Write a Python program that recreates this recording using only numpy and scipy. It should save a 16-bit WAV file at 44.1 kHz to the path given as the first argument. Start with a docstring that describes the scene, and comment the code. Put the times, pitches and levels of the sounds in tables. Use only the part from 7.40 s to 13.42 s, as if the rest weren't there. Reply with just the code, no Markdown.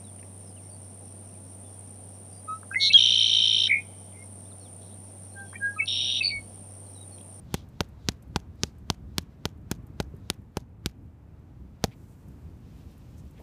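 """Boxing practice on a lawn

Boxing gloves strike padded mitts in a quick, even run, then once more after a pause, at night.
Each punch adds ringing tones for the padded thud and the pop of trapped air to grainy noise for the leather.
The open lawn returns almost no echo, only a faint tail of fading noise.
Low tones make the footsteps, and shaped noise makes the ticking, rustling clothes and far city traffic."""
import sys
import numpy as np
from scipy import signal
from scipy.fft import rfft, irfft, next_fast_len
from scipy.io import wavfile
from scipy.ndimage import map_coordinates

SR = 44100
rng = np.random.default_rng(int(sys.argv[2]) if len(sys.argv) > 2 else 0)


def wav_record(signal):
    """Record a signal, one row per channel, as 16-bit PCM in the file named by sys.argv[1]."""
    frames = np.transpose(np.atleast_2d(signal))
    bounded = np.clip(frames, -1, 1)
    # unit amplitude maps onto the largest positive 16-bit level
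    quanta = np.round(bounded * 32767).astype(np.int16)
    wavfile.write(sys.argv[1], SR, quanta)


N = 265651
AGE = np.arange(SR // 8) / SR  # time inside a short sound (s)


def amp(db):
    """Turn decibels into a gain."""
    return 10 ** (np.asarray(db) / 20)


def unit(x):
    """Scale to an rms of 1."""
    return x / np.sqrt(np.mean(x ** 2) + 1e-20)


def blow(x):
    """Scale a short sound to the energy of 10 ms at an rms of 1."""
    return x * np.sqrt(SR / 100 / (np.sum(x ** 2) + 1e-20))


def along(points, hz):
    """Read values between (Hz, value) points, on a log frequency axis."""
    point_hz, values = np.transpose(points)
    return np.interp(np.log(hz + 1), np.log(point_hz + 1), values)


def curves(rows):
    """Give one value per sample for each column after the time."""
    seconds, *columns = np.transpose(rows)
    return [np.interp(np.arange(N) / SR, seconds, column) for column in columns]


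def wobble(rate):
    """Draw a smooth random curve with rate random points a second."""
    points = rng.standard_normal(int(N * rate / SR) + 4)
    return map_coordinates(points, [np.arange(N) * rate / SR])


def noise(spectrum):
    """Make steady coloured noise with an rms of 1."""
    size = next_fast_len(N + 8192)
    gain = amp(along(spectrum, np.fft.rfftfreq(size, 1 / SR)))
    return unit(irfft(rfft(rng.standard_normal(size)) * gain, size)[:N])


def coloured(x, spectrum, size=8192):
    """Colour a short sound without smearing backward in time, so its attack stays sharp."""
    gain = amp(along(spectrum, np.fft.rfftfreq(size, 1 / SR)))
    # folding the cepstrum forward gives a minimum-phase filter
    cepstrum = irfft(np.log(gain))
    cepstrum[1:size // 2] *= 2
    cepstrum[size // 2 + 1:] = 0
    return irfft(rfft(x, size) * np.exp(rfft(cepstrum)))[:len(x)]


def fade(t60):
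    """Die away exponentially, by 60 dB in t60 seconds."""
    return np.exp(-np.log(1000) * AGE / t60)


def ring(hz, t60):
    """Sound one tone that dies away, like a struck object."""
    return np.sin(2 * np.pi * hz * AGE) * fade(t60)


def crinkle(t60, spiky_db):
    """Make a dying burst of tiny slips of uneven size."""
    sizes = amp(spiky_db * rng.standard_normal(len(AGE)))
    return rng.standard_normal(len(AGE)) * sizes * fade(t60)


def add(track, s, x):
    """Mix x into the track from time s."""
    i = max(round(s * SR), 0)
    track[i:i + len(x)] += x[:max(len(track) - i, 0)]


# Loudness of the far traffic, before each layer's own trim: start_s, level_db
TRAFFIC_LEVEL = [(0.0, -63), (0.28, -63), (1.79, -64.5), (2.78, -62.5), (3.12, -67), (4.83, -63.5),
                 (6.02, -63.5)]
# Cloth and grass calm down as the run ends, then grow as the boxers walk closer.
# Levels before each layer's trim: start_s, swish_db, hiss_db
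RUSTLE_LEVEL = [(0.0, -76, -79.5), (1.05, -80, -83.5), (1.37, -77.5, -81), (1.56, -81.5, -84.5),
                (1.94, -77.5, -83.5), (2.11, -83, -85), (2.75, -79, -80.5), (2.95, -84.5, -82),
                (3.24, -87.5, -88), (4.39, -77, -82.5), (4.61, -78, -72), (5.2, -74, -78),
                (5.38, -68, -73.5), (6.02, -73, -76)]
# Colours of the low traffic, higher traffic, thin hiss and swishing cloth: pitch_hz, level_db
TRAFFIC_RUMBLE = [(15, -44.5), (25, -16.5), (45, -5), (65, 2.5), (90, 0), (140, -4.5), (210, -9.5),
                  (320, -15.5), (500, -34.5), (1000, -62)]
TRAFFIC_WASH = [(150, -28.5), (400, 4), (900, -3.5), (1500, -10), (2500, -17), (5000, -37), (15000, -54)]
HISS_COLOUR = [(1000, -22.5), (4000, -7.5), (7500, -1), (10000, -5), (15000, -3.5), (16000, -26)]
CLOTH_COLOUR = [(1000, -18), (2500, 5), (3800, 2), (5800, -1), (8000, -12), (14000, -22)]


def surroundings():
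    """Far traffic, a thin hiss and swishing cloth and grass are noises whose levels waver at random."""
    city_db, = curves(TRAFFIC_LEVEL)
    swish_db, hiss_db = curves(RUSTLE_LEVEL)
    rumble = amp(city_db + 17.5 + 1.8 * wobble(11)) * noise(TRAFFIC_RUMBLE)
    wash = amp(city_db - 0.4 + 0.6 * wobble(5.4)) * noise(TRAFFIC_WASH)
    hiss = amp(hiss_db - 0.55 + 0.7 * wobble(47)) * noise(HISS_COLOUR)
    swish = amp(swish_db - 3 + 1.2 * wobble(34)) * noise(CLOTH_COLOUR)
    return rumble + wash + hiss + swish


# Colour of rubbing cloth, drawn around 1 kHz: pitch_hz, level_db
RUB_COLOUR = [(250, -38.5), (650, -10), (880, -1), (1120, -7), (1500, -11), (3500, -35.5)]


def rubbing(centre_hz):
    """Rubbing cloth is noise gathered around a centre frequency."""
    return noise([(hz * centre_hz / 1000, level_db) for hz, level_db in RUB_COLOUR])


SWING_S, STOP_S = 0.075, 0.035  # time constants of the swish before and after contact (s)


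def sleeves():
    """A sleeve swishes up as the arm speeds toward the mitt and dies as it stops."""
    t, swell = np.arange(N) / SR, np.zeros(N)
    for s, *_, swish_db in PUNCH_LIST:
        swell += amp(swish_db) * np.exp(-np.maximum((s - t) / SWING_S, (t - s) / STOP_S))
    return swell * rubbing(centre_hz=4300)


# Colour of the rustling cuff: pitch_hz, level_db
CUFF_COLOUR = [(200, -5), (900, 5), (4500, -9), (12000, -21.5)]


def approach(force_db, crinkle_db):
    """Before contact the rushing glove pulls the pressure down, and its cuff rustles."""
    suction = -amp(force_db - 12.5) * blow(fade(t60=0.0067))
    rustle = coloured(crinkle(t60=0.091, spiky_db=-1.0), CUFF_COLOUR)
    cuff = amp(crinkle_db - 18.5) * blow(rustle)
    return (suction + cuff)[::-1]  # reversed, so that both grow toward the contact


# Colours of the leather's slap and its bright snap: pitch_hz, level_db
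SLAP_COLOUR = [(400, -11), (1300, -7), (2800, 0), (6300, 1.5), (8500, -10.5), (16000, -22)]
SNAP_COLOUR = [(3000, -36), (7000, -3.5), (9000, -5), (13000, -8), (16000, -11)]


def crack(crack_db, crack_hz, snap_db):
    """The leather slap drops the pressure steeply, then swings back only once or twice."""
    slap = coloured(-ring(crack_hz, t60=0.00061), SLAP_COLOUR)
    snap = coloured(crinkle(t60=0.0025, spiky_db=3), SNAP_COLOUR)
    return amp(crack_db) * blow(slap) + amp(snap_db - 1.5) * blow(snap)


POP_HZ, POCKET_OCT = 970, 0.025  # pitch at medium depth; drop per dB of depth (octaves)


def air_pop(pop_db, depth_db):
    """Trapped air pops as two short tones; a deeper punch traps a larger, lower pocket."""
    pop_hz = POP_HZ * 2 ** (-POCKET_OCT * depth_db)
    tones = ring(pop_hz, t60=0.007) + 0.5 * ring(1.6 * pop_hz, t60=0.0075)
    return amp(pop_db - 5.5) * blow(tones)


# Colour of the crackle as a glove lifts off: pitch_hz, level_db
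PEEL_COLOUR = [(300, -1.5), (1500, -1.5), (4000, -0.5), (6500, -0.5), (8000, -8.5), (12000, -9),
               (16000, -17.5)]


def peel():
    """The leather creaks on after the blow and crackles as the glove lifts off the mitt."""
    swell = np.exp(-0.5 * ((AGE - 0.035) / 0.008) ** 2) + 2.0 * fade(t60=0.2)
    # the size of the slips wanders, so the grains come in clumps
    slips = np.interp(AGE, AGE[::64], rng.standard_normal(len(AGE[::64])))
    grains = rng.standard_normal(len(AGE)) * amp(6.8 * slips)
    return blow(coloured(grains * swell, PEEL_COLOUR))


# Colour of the crinkling leather: pitch_hz, level_db
LEATHER_COLOUR = [(500, -19.5), (1500, 4), (3500, 1), (6000, -1), (8000, -4.5), (12000, -14.5),
                  (16000, -21)]


def creasing(crinkle_db):
    """The leather crinkles at the blow, with a fainter creak and peel after it."""
    leather = coloured(crinkle(t60=0.022, spiky_db=7.5), LEATHER_COLOUR)
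    return amp(crinkle_db + 3.5) * blow(leather) + amp(crinkle_db - 17.0) * peel()


# The padding's deep tones, each punch shifting them slightly: pitch_hz, level_db, t60_s
PADDING_TONES = [(96, 1, 0.042), (180, 5.5, 0.028), (251.7, 0.5, .02)]
# Colour of the crushed foam: pitch_hz, level_db
FOAM_COLOUR = [(150, -16.5), (350, -4), (600, 3), (800, 2.5), (1050, -15.5), (2500, -26)]
FOAM_DB, KNOCK_DB, KNOCK_HZ = -37.5, -32, 391  # at medium depth
# a deeper punch knocks louder (dB per dB) and stiffens the pad (octaves per dB)
KNOCK_GROWS, STIFFEN_OCT = 0.6, 0.028


def padding(force_db, depth_db):
    """The padding gives with a deep thud, a knock of the compressed pad and a puff of foam."""
    size = np.exp(0.03 * rng.standard_normal())  # every glove lands a little differently
    tones = sum(amp(db) * ring(hz * size, t60) for hz, db, t60 in PADDING_TONES)
    thud = amp(force_db + 1.5) * blow(tones)
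    knock_hz = KNOCK_HZ * 2 ** (STIFFEN_OCT * depth_db)
    knock = amp(KNOCK_DB + KNOCK_GROWS * depth_db) * blow(ring(knock_hz, t60=0.016))
    puff = coloured(crinkle(t60=0.022, spiky_db=0), FOAM_COLOUR)
    return thud + knock + amp(FOAM_DB + depth_db) * blow(puff)


# Colour of a tick: pitch_hz, level_db
TICK_COLOUR = [(2000, -27.5), (6000, -9.5), (9000, -4), (13000, -2), (16000, -16)]


def tick(db):
    """One small click of cloth, strap or leather is a short grainy burst."""
    return amp(db - 16.5) * blow(coloured(crinkle(t60=0.04, spiky_db=1.5), TICK_COLOUR))


# Every punch, levels before each part's own trim: start_s, force_db, depth_db (into the foam),
# pop_db (trapped air), crack_db, crack_hz, snap_db (bright snap), swish_db (sleeve)
PUNCH_LIST = [(0.1421, -25.5, -1, -34, -37, 3600, -34, -68), (0.4066, -26, 5.5, -21.5, -27, 3040, -63, -72),
              (0.6873, -24.5, -1.5, -35, -24.5, 4800, -42, -65),
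              (0.9607, -24, 1.5, -23.5, -29.5, 3748, -60.5, -78),
              (1.2348, -27.5, 0, -49.5, -24, 5520, -42.5, -72),
              (1.5015, -26.5, 0.5, -23.5, -25.5, 4380, -42, -81.5),
              (1.7826, -27.5, -7, -31.5, -25.5, 4500, -31.5, -72),
              (2.0547, -28, 4.5, -28, -30, 3810, -43, -78.5),
              (2.3143, -26.5, -4.5, -37.5, -41.5, 7070, -35, -82),
              (2.6013, -26, 3, -28.5, -35.5, 3700, -51, -82),
              (2.9012, -31.5, -3.5, -37.5, -25.5, 4200, -29, -70),
              (3.1702, -29, 1, -29, -41.5, 4800, -45, -81),
              (3.4602, -28, -6.5, -54.5, -30, 4195, -37.5, -86.5),
              (4.4405, -23, 11, -47, -27, 6000, -39.5, -80.5)]
CRINKLE_DB, SNAP_SHARE = -11.5, 0.12  # crinkle against the force; share taken from the snap
LIFT_S, LIFT_DB = 0.036, -21  # tick as the glove leaves: delay, and setting against the snap's


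def punches():
    """The leather faces slap together, trapped air pops out and the padding gives."""
    faces, body = np.zeros(N), np.zeros(N)
    for s, force_db, depth_db, pop_db, crack_db, crack_hz, snap_db, _ in PUNCH_LIST:
        # the crinkle follows the force of the punch and, in part, its snap
        crinkle_db = CRINKLE_DB + force_db + SNAP_SHARE * (snap_db - force_db)
        add(body, s - len(AGE) / SR, approach(force_db, crinkle_db))
        add(faces, s - 0.0001, crack(crack_db, crack_hz, snap_db))
        add(faces, s + 0.00017, air_pop(pop_db, depth_db) + creasing(crinkle_db))
        add(body, s + 0.00056, padding(force_db, depth_db))
        add(faces, s + LIFT_S, tick(snap_db + LIFT_DB))
    # a small mitt cannot radiate the deepest bass
    bass_cut = signal.butter(2, 58, "highpass", fs=SR, output="sos")
    return faces + signal.sosfilt(bass_cut, body)


# How long the scattered sound lasts: pitch_hz, t60_s
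SCATTER_TIME = [(200, 0.6), (1500, 0.63), (5000, 0.059), (12000, 0.11)]


def park(hits):
    """Bodies, lawn and trees scatter a faint tail of fading noise, different for each punch."""
    out = np.zeros(N)
    for s, *_ in PUNCH_LIST:
        hz, t, cells = signal.stft(rng.standard_normal(SR // 3), SR, nperseg=256)
        decay = np.exp(-np.log(1000) * t / along(SCATTER_TIME, hz)[:, None])
        tail = signal.istft(cells * decay, SR, nperseg=256)[1]
        tail *= amp(-35.5) / np.linalg.norm(tail)
        start = s - 0.01  # begin just ahead of the contact
        punch = hits[round(start * SR):][:len(AGE)]
        add(out, start, signal.fftconvolve(punch, tail))
    return out


# Gloves sliding off the mitts and shoes scuffing the grass, levels before the random grain:
# middle_s, level_db, pitch_hz (centre), half_length_s
BRUSH_LIST = [(0.169, -58, 3900, 0.036), (1.251, -61.5, 5260, .03), (4.527, -61, 2600, 0.011),
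              (4.714, -75, 9380, 0.025), (5.79, -66, 7170, 0.014), (5.983, -65, 2400, 0.017),
              (6.008, -53, 546, 0.013)]


def brushes():
    """Cloth, leather or grass rub past each other in short grainy swells of noise."""
    out, t = np.zeros(N), np.arange(N) / SR
    for s, db, centre_hz, half_s in BRUSH_LIST:
        swell = np.exp(-0.5 * ((t - s) / half_s) ** 2)
        out += amp(db) * swell * rubbing(centre_hz)
    return out * amp(1.6 * wobble(250))


# The clearest ticks of clothing and straps, before the tick's own trim: start_s, level_db
CLEAR_TICKS = [(0.2881, -53), (0.4873, -52.5), (0.824, -47.5), (1.3834, -54), (2.4676, -50),
               (2.7645, -54.5), (5.5788, -52), (5.7817, -53.5)]
TICKS_PER_S = 4.4  # fainter ticks, at random times
FAINT_TICK_DB, TICK_SPREAD_DB = 18.5, 3.5  # setting above the hiss curve, before trim; random spread


def clothing():
    """Clothing gives a few clear ticks, and faint random ones that follow the rustle."""
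    out = np.zeros(N)
    _, hiss_db = curves(RUSTLE_LEVEL)
    for s, db in CLEAR_TICKS:
        add(out, s, tick(db))
    for place in rng.random(round(TICKS_PER_S * N / SR)):
        i = int(place * N)
        faint_db = hiss_db[i] + FAINT_TICK_DB + TICK_SPREAD_DB * rng.standard_normal()
        add(out, i / SR, tick(faint_db))
    return out


# Feet on the turf, before the step's own trim: start_s, level_db
STEP_LIST = [(2.388, -30.5), (2.435, -29), (2.499, -30.5), (2.737, -27), (2.822, -32.5), (2.989, -28),
             (3.216, -30), (4.48, -26.5), (5.287, -32), (5.459, -37)]


def footwork():
    """A footfall on grass is two low tones, varied at random, with a soft start."""
    out = np.zeros(N)
    for s, db in STEP_LIST:
        low = ring(115 * np.exp(0.17 * rng.standard_normal()), t60=0.073)
        high = ring(260 * np.exp(0.29 * rng.standard_normal()), t60=0.05)
        soft_start = 1 - fade(t60=0.014)
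        add(out, s, amp(db - 3.0) * (low + 0.5 * high) * soft_start)
    return out


def scene():
    """Mix everything, as heard from a few metres away at grass level."""
    hits = punches()
    mix = surroundings() + sleeves() + hits + park(hits) + brushes() + clothing() + footwork()
    return mix[None]


TOP_HZ, SLOPE_HZ = 15950, 900  # nothing passes above the top; the slope below it leads there


def record(dry):
    """The microphone sheds the deepest bass and keeps nothing above its band limit."""
    bass_cut = signal.butter(2, 32, "highpass", fs=SR, output="sos")
    thin = signal.sosfilt(bass_cut, dry)
    size = next_fast_len(N + SR // 2)
    passed = np.clip((TOP_HZ - np.fft.rfftfreq(size, 1 / SR)) / SLOPE_HZ, 0, 1)
    return irfft(rfft(thin, size) * np.sin(np.pi / 2 * passed) ** 2, size)[:, :N]


dry = scene()
out = record(dry)
wav_record(out)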